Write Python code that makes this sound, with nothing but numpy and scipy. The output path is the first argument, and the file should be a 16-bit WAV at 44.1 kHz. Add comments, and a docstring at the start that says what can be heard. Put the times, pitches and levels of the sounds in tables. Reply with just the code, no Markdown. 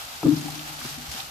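"""A breath of leaves and outdoor air, then a dull slap: something has dropped into a deep stone well.
A hollow boom throbs up the shaft with a muffled splash, and the air column rings on in beating
resonances among the wall echoes. Three drips plop on the water. At the rim a rope is handled, all soft
bumps and brief scuffs, while the leaves crackle on over a bed of hiss and faint rumble."""
import sys
import numpy as np
from scipy import signal
from scipy.fft import rfft, irfft
from scipy.io import wavfile
from scipy.ndimage import uniform_filter1d

SR = 44100
rng = np.random.default_rng(int(sys.argv[2]) if len(sys.argv) > 2 else 0)


def dump_mix(stems):
    """Bounce the given channels to the path in sys.argv[1] as a 16-bit WAV at rate SR."""
    frames = np.atleast_2d(stems).T  # one column per channel
    limited = np.clip(frames, -1, 1)  # hard clip at full scale
    pcm = np.round(limited * 32767).astype(np.int16)
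    wavfile.write(sys.argv[1], SR, pcm)


N = 57330
T = np.arange(N) / SR

# Body of the slap: (frequency [Hz], relative level [dB], 60 dB decay time [s])
SLAP_RESONANCES = [(160, -1.5, .08), (328.6, -2.5, 0.12), (426, -7.5, 0.079), (748, 4, 0.016),
                   (878, -6.5, 0.034), (1287, -11.5, 0.054), (1430, -37, .016)]
# Pulses of the boom: (time [s], pitch [Hz], level [dB], attack [s], left over right [dB])
BOOM_THROBS = [(0.2429, 304, -12.5, 0.01, 2.5), (0.258, 142, -19.5, 0.0097, 3),
               (.263, 439.5, -30.5, 0.0091, -14), (.264, 281, -15, 0.0045, 13),
               (.277, 283.5, -11, 0.014, 10.5), (.305, 303.2, -16.5, 0.018, 10),
               (.318, 149, -22.5, 0.016, 5), (.362, 309, -34.5, 0.011, 9), (.37, 157, -25.5, 0.0096, 2),
               (.445, 292, -30.5, 0.014, 13)]
# Tone of the muffled splash: (frequency [Hz], relative level [dB])
SPLASH_EQ = [(60, -11), (100, 3), (210, 1), (380, 2), (470, -2), (580, -1.5), (720, -12), (1300, -19.5),
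             (1900, -22.5), (5000, -55)]
# Ring of the air column: (frequency [Hz], relative level [dB], 60 dB decay time [s])
SHAFT_RESONANCES = [(101, -13, 0.28), (127, -1, 0.34), (145.2, -13, 0.71), (151.4, -7, 1.62),
                    (171, -20, 1.5), (268.1, 2, 0.53), (305.3, -4.5, 0.63), (307.2, -9, 1.36),
                    (316, -8, 0.57)]
# Tone of the boom's wall echoes: (frequency [Hz], relative level [dB])
ECHO_EQ = [(60, -30), (100, -10), (148, 1.5), (205, -8), (262, 1), (305, 7.5), (370, -12.5), (560, -22),
           (900, -20), (1400, -24), (2200, -61)]
# Drips on the water: (time [s], pitch [Hz], level [dB], attack [s])
DRIP_CUES = [(.481, 798, -31, 0.0054), (.517, 820, -38.5, 0.0046), (1.192, 783, -37, 0.0046)]
# Tone of the drips' wall echoes: (frequency [Hz], relative level [dB])
DRIP_ECHO_EQ = [(300, -30), (600, -11), (800, -13), (950, -5), (1200, -7), (2500, -31)]
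# Handling bumps at the rim: (time [s], pitch [Hz], level [dB], attack [s])
BUMP_CUES = [(.818, 251, -44.5, 0.0073), (.847, 251, -34, 0.0042), (.849, 375, -38, 0.003),
             (0.852, 131.5, -38.5, 0.01), (0.889, 145.5, -44, 0.043), (.978, 254, -35, 0.0056),
             (.995, 250.5, -43, 0.015), (1.0, 59, -55, 0.0092), (1.081, 63.7, -41.5, 0.0089),
             (1.087, 114, -44, 0.0078), (1.144, 233, -39, 0.004)]
# Rope scuffs: (time [s], band centre [Hz], level [dB], attack [s])
SCUFF_CUES = [(.362, 4700, -35.5, .004), (.592, 3200, -35, .002), (.811, 1360, -38.5, 0.0047),
              (.846, 1310, -40.5, .006), (1.14, 3850, -45, 0.0028), (1.2005, 3470, -29.5, 0.0019)]
# Rise and fall of the leaves: (time [s], level [dB])
LEAF_FADER = [(0, -55), (.06, -45), (.18, -46.5), (.26, -46), (.29, -40), (.325, -48), (.35, -42),
              (.5, -41.5), (.66, -47), (.815, -42.5), (.845, -38.5), (.9, -38), (.96, -43), (.995, -41.5),
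              (1.06, -46.5), (1.115, -38.5), (1.2, -41.5), (1.3, -48.5)]
# Tone of the leaves: (frequency [Hz], relative level [dB])
LEAF_EQ = [(300, -5), (1000, -4.5), (2000, -0.5), (3000, -1.5), (4600, 2), (7000, -3), (10000, -7),
           (13000, -7.5), (15500, -21)]
# Air hiss common to both ears: (frequency [Hz], relative level [dB])
AIR_MID_EQ = [(350, -17), (430, -11.5), (620, -5), (780, 2), (1000, -6), (1290, -2.5), (1820, -11),
              (2750, -4), (4700, -8), (7050, -10.5), (9700, -18.5), (12800, -10), (15000, -20.5)]
# Air hiss opposite in the two ears: (frequency [Hz], relative level [dB])
AIR_SIDE_EQ = [(350, -13), (450, -18), (750, -1), (1000, -5), (1500, 1), (2200, -8.5), (3400, -3.5),
               (8000, -12), (10000, -6), (12500, -32), (15000, -11.5)]
# Tone of the rumble: (frequency [Hz], relative level [dB])
RUMBLE_EQ = [(20, -19), (40, -20), (62, 1.5), (100, -9.5), (148, -1.5), (200, -13), (260, -8), (400, -17),
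             (900, -36)]
# Rise and fall of the rumble: (time [s], level [dB])
RUMBLE_FADER = [(0, -55), (.78, -52.5), (.9, -47.5), (1.1, -51), (1.3, -53)]

WELL_PAN_DB, WELL_WIDTH = 4.5, 0.62
SLAP_AT_S, SLAP_ATTACK_S, SLAP_GAIN_DB = 0.2305, 0.0011, -19.5
SHAFT_AT_S, SHAFT_ATTACK_S, SHAFT_GAIN_DB = 0.252, 0.011, -24
ECHO_GAIN_DB, ECHO_T60_S = -27.5, 1
DRIP_SEND_DB, DRIP_ECHO_T60_S = -16.5, 0.44
SCUFF_STEP_OCTAVES = 0.42
CRACKLES_PER_S, CRACKLE_SPREAD_DB, CRACKLE_DECAY_S = 900, 2, 0.0021
AIR_MID_GAIN_DB, AIR_SIDE_GAIN_DB, AIR_FLICKER_DB = -42.5, -41.5, 2.28
TOP_HZ = 15300


def slap():
    """The hit: the impact sets off short resonances, with a softened edge and trimmed bass."""
    attack = 1 - np.exp(-since(SLAP_AT_S) / SLAP_ATTACK_S)
    body = highpass(attack * ring(SLAP_AT_S, SLAP_RESONANCES), hz=168)
    return pan(undb(SLAP_GAIN_DB) * body, WELL_PAN_DB)


def boom():
    """Hollow, overlapping pulses of resonance throb up the shaft."""
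    return sum(pan(throb(start, hz, db, attack, shape=2.7), pan_db)
               for start, hz, db, attack, pan_db in BOOM_THROBS)


def splash():
    """The water gives one muffled burst of dark noise."""
    envelope = undb(-26) * swell(start=0.248, attack=0.015)
    return pan(envelope * wide_noise(SPLASH_EQ, WELL_WIDTH), WELL_PAN_DB)


def shaft():
    """The air in the well builds up and rings on in close, beating modes, among scattered wall echoes."""
    age = since(SHAFT_AT_S)
    build = 1 - np.exp(-age / SHAFT_ATTACK_S)
    echoes = undb(ECHO_GAIN_DB - 60 * age / ECHO_T60_S) * wide_noise(ECHO_EQ, WELL_WIDTH)
    modes = undb(SHAFT_GAIN_DB) * ring(SHAFT_AT_S, SHAFT_RESONANCES)
    return pan(build * (modes + echoes), WELL_PAN_DB)


def drips():
    """Small plops on the water, each trailing a faint wash from the walls."""
    plops = sum(throb(start, hz, db, attack) for start, hz, db, attack in DRIP_CUES)
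    tails = sum((T > start + attack) * undb(db - 60 * since(start) / DRIP_ECHO_T60_S)
                for start, _, db, attack in DRIP_CUES)
    wash = np.array([noise(DRIP_ECHO_EQ), noise(DRIP_ECHO_EQ)])
    return pan(plops, db=-5.5) + undb(DRIP_SEND_DB) * tails * wash


def rope():
    """A rope handled at the rim: soft, low bumps and brief scuffs of band noise."""
    bumps = sum(throb(start, hz, db, attack, shape=0.81) for start, hz, db, attack in BUMP_CUES)
    scuffs = np.zeros((2, N))
    for start, hz, db, attack in SCUFF_CUES:
        band = [(hz * 2 ** (step * SCUFF_STEP_OCTAVES), -6 * step ** 2) for step in range(-3, 4)]
        scuffs += undb(db) * swell(start, attack, shape=0.76) * np.array([noise(band), noise(band)])
    return pan(bumps, db=5.5) + scuffs


def leaves():
    """Dense, tiny crackles of uneven size blur into a wide rustle."""
    sizes = undb(CRACKLE_SPREAD_DB * np.minimum(rng.exponential(size=N), 5))
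    triggers = rng.random(N) < CRACKLES_PER_S / SR
    decay = np.exp(-1 / (CRACKLE_DECAY_S * SR))
    energy = signal.lfilter([1], [1, -decay], (sizes * triggers) ** 2)
    mid, side = (equalise(np.sqrt(energy) * rng.standard_normal(N), LEAF_EQ) for _ in range(2))
    return fader(LEAF_FADER) * mid_side(mid, 0.88 * side)


def air():
    """The outdoor bed: a wide, lightly flickering hiss over a faint rumble."""
    mid = undb(AIR_MID_GAIN_DB) * noise(AIR_MID_EQ)
    side = undb(AIR_SIDE_GAIN_DB) * noise(AIR_SIDE_EQ)
    hiss = highpass(mid_side(mid, side), hz=357)
    rumble = fader(RUMBLE_FADER) * wide_noise(RUMBLE_EQ, width=0.39)
    flicker = undb(AIR_FLICKER_DB * wander(rate_hz=41.07))
    return hiss * flicker + rumble


def ring(start, modes):
    """Decaying modes struck at one moment."""
    age = since(start)
    return sum(undb(db - 60 * age / t60) * np.sin(2 * np.pi * hz * age) for hz, db, t60 in modes)


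def throb(start, hz, db, attack, shape=2):
    """One resonance that swells and dies."""
    return undb(db) * swell(start, attack, shape) * np.sin(2 * np.pi * hz * (T - start))


def swell(start, attack, shape=2):
    """A rounded rise to 1 over attack seconds, then a longer fall; a higher shape is tighter."""
    progress = since(start) / attack
    return (progress * np.exp(1 - progress)) ** shape


def since(start):
    """Seconds since a cue, zero before it."""
    return np.maximum(T - start, 0)


def fader(points):
    """Gain riding along (time [s], level [dB]) points."""
    return undb(np.interp(T, *np.array(points).T))


def wander(rate_hz):
    """Glides between random values with a spread near 1."""
    hold = int(SR / rate_hz)
    steps = np.repeat(rng.standard_normal(N // hold + 1), hold)
    return uniform_filter1d(steps, hold)[:N]


def equalise(x, eq):
    """Shape x along (frequency [Hz], level [dB]) points and scale it to rms 1."""
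    hz, db = np.array(eq).T
    bin_hz = np.maximum(np.arange(N // 2 + 1) * SR / N, 1)
    gain = undb(np.interp(np.log(bin_hz), np.log(hz), db))
    shaped = irfft(rfft(x) * gain, N)
    return shaped / shaped.std()


def noise(eq):
    """Mono noise with the tone of eq."""
    return equalise(rng.standard_normal(N), eq)


def wide_noise(eq, width):
    """Stereo noise; width is the ratio of side to mid."""
    return mid_side(noise(eq), width * noise(eq))


def highpass(x, hz):
    """Roll off the bass below hz."""
    return signal.sosfilt(signal.butter(2, hz, "high", fs=SR, output="sos"), x)


def mid_side(mid, side):
    """Mid and side to left and right."""
    return np.array([mid + side, mid - side])


def pan(x, db):
    """Tip the balance: left over right by db."""
    return x * undb(np.array([[db], [-db]]) / 2)


def undb(db):
    """Decibels to gain."""
    return 10 ** (np.asarray(db) / 20)


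def scene():
    """The mix: the well up front, the rope at its rim, leaves and air behind."""
    well = slap() + boom() + splash() + shaft() + drips()
    return well + rope() + pan(leaves() + air(), db=0.86)


def record(dry):
    """A steep low-pass takes off the very top."""
    return signal.sosfilt(signal.ellip(10, .2, 80, TOP_HZ, fs=SR, output="sos"), dry)


dry = scene()
out = record(dry)
dump_mix(out)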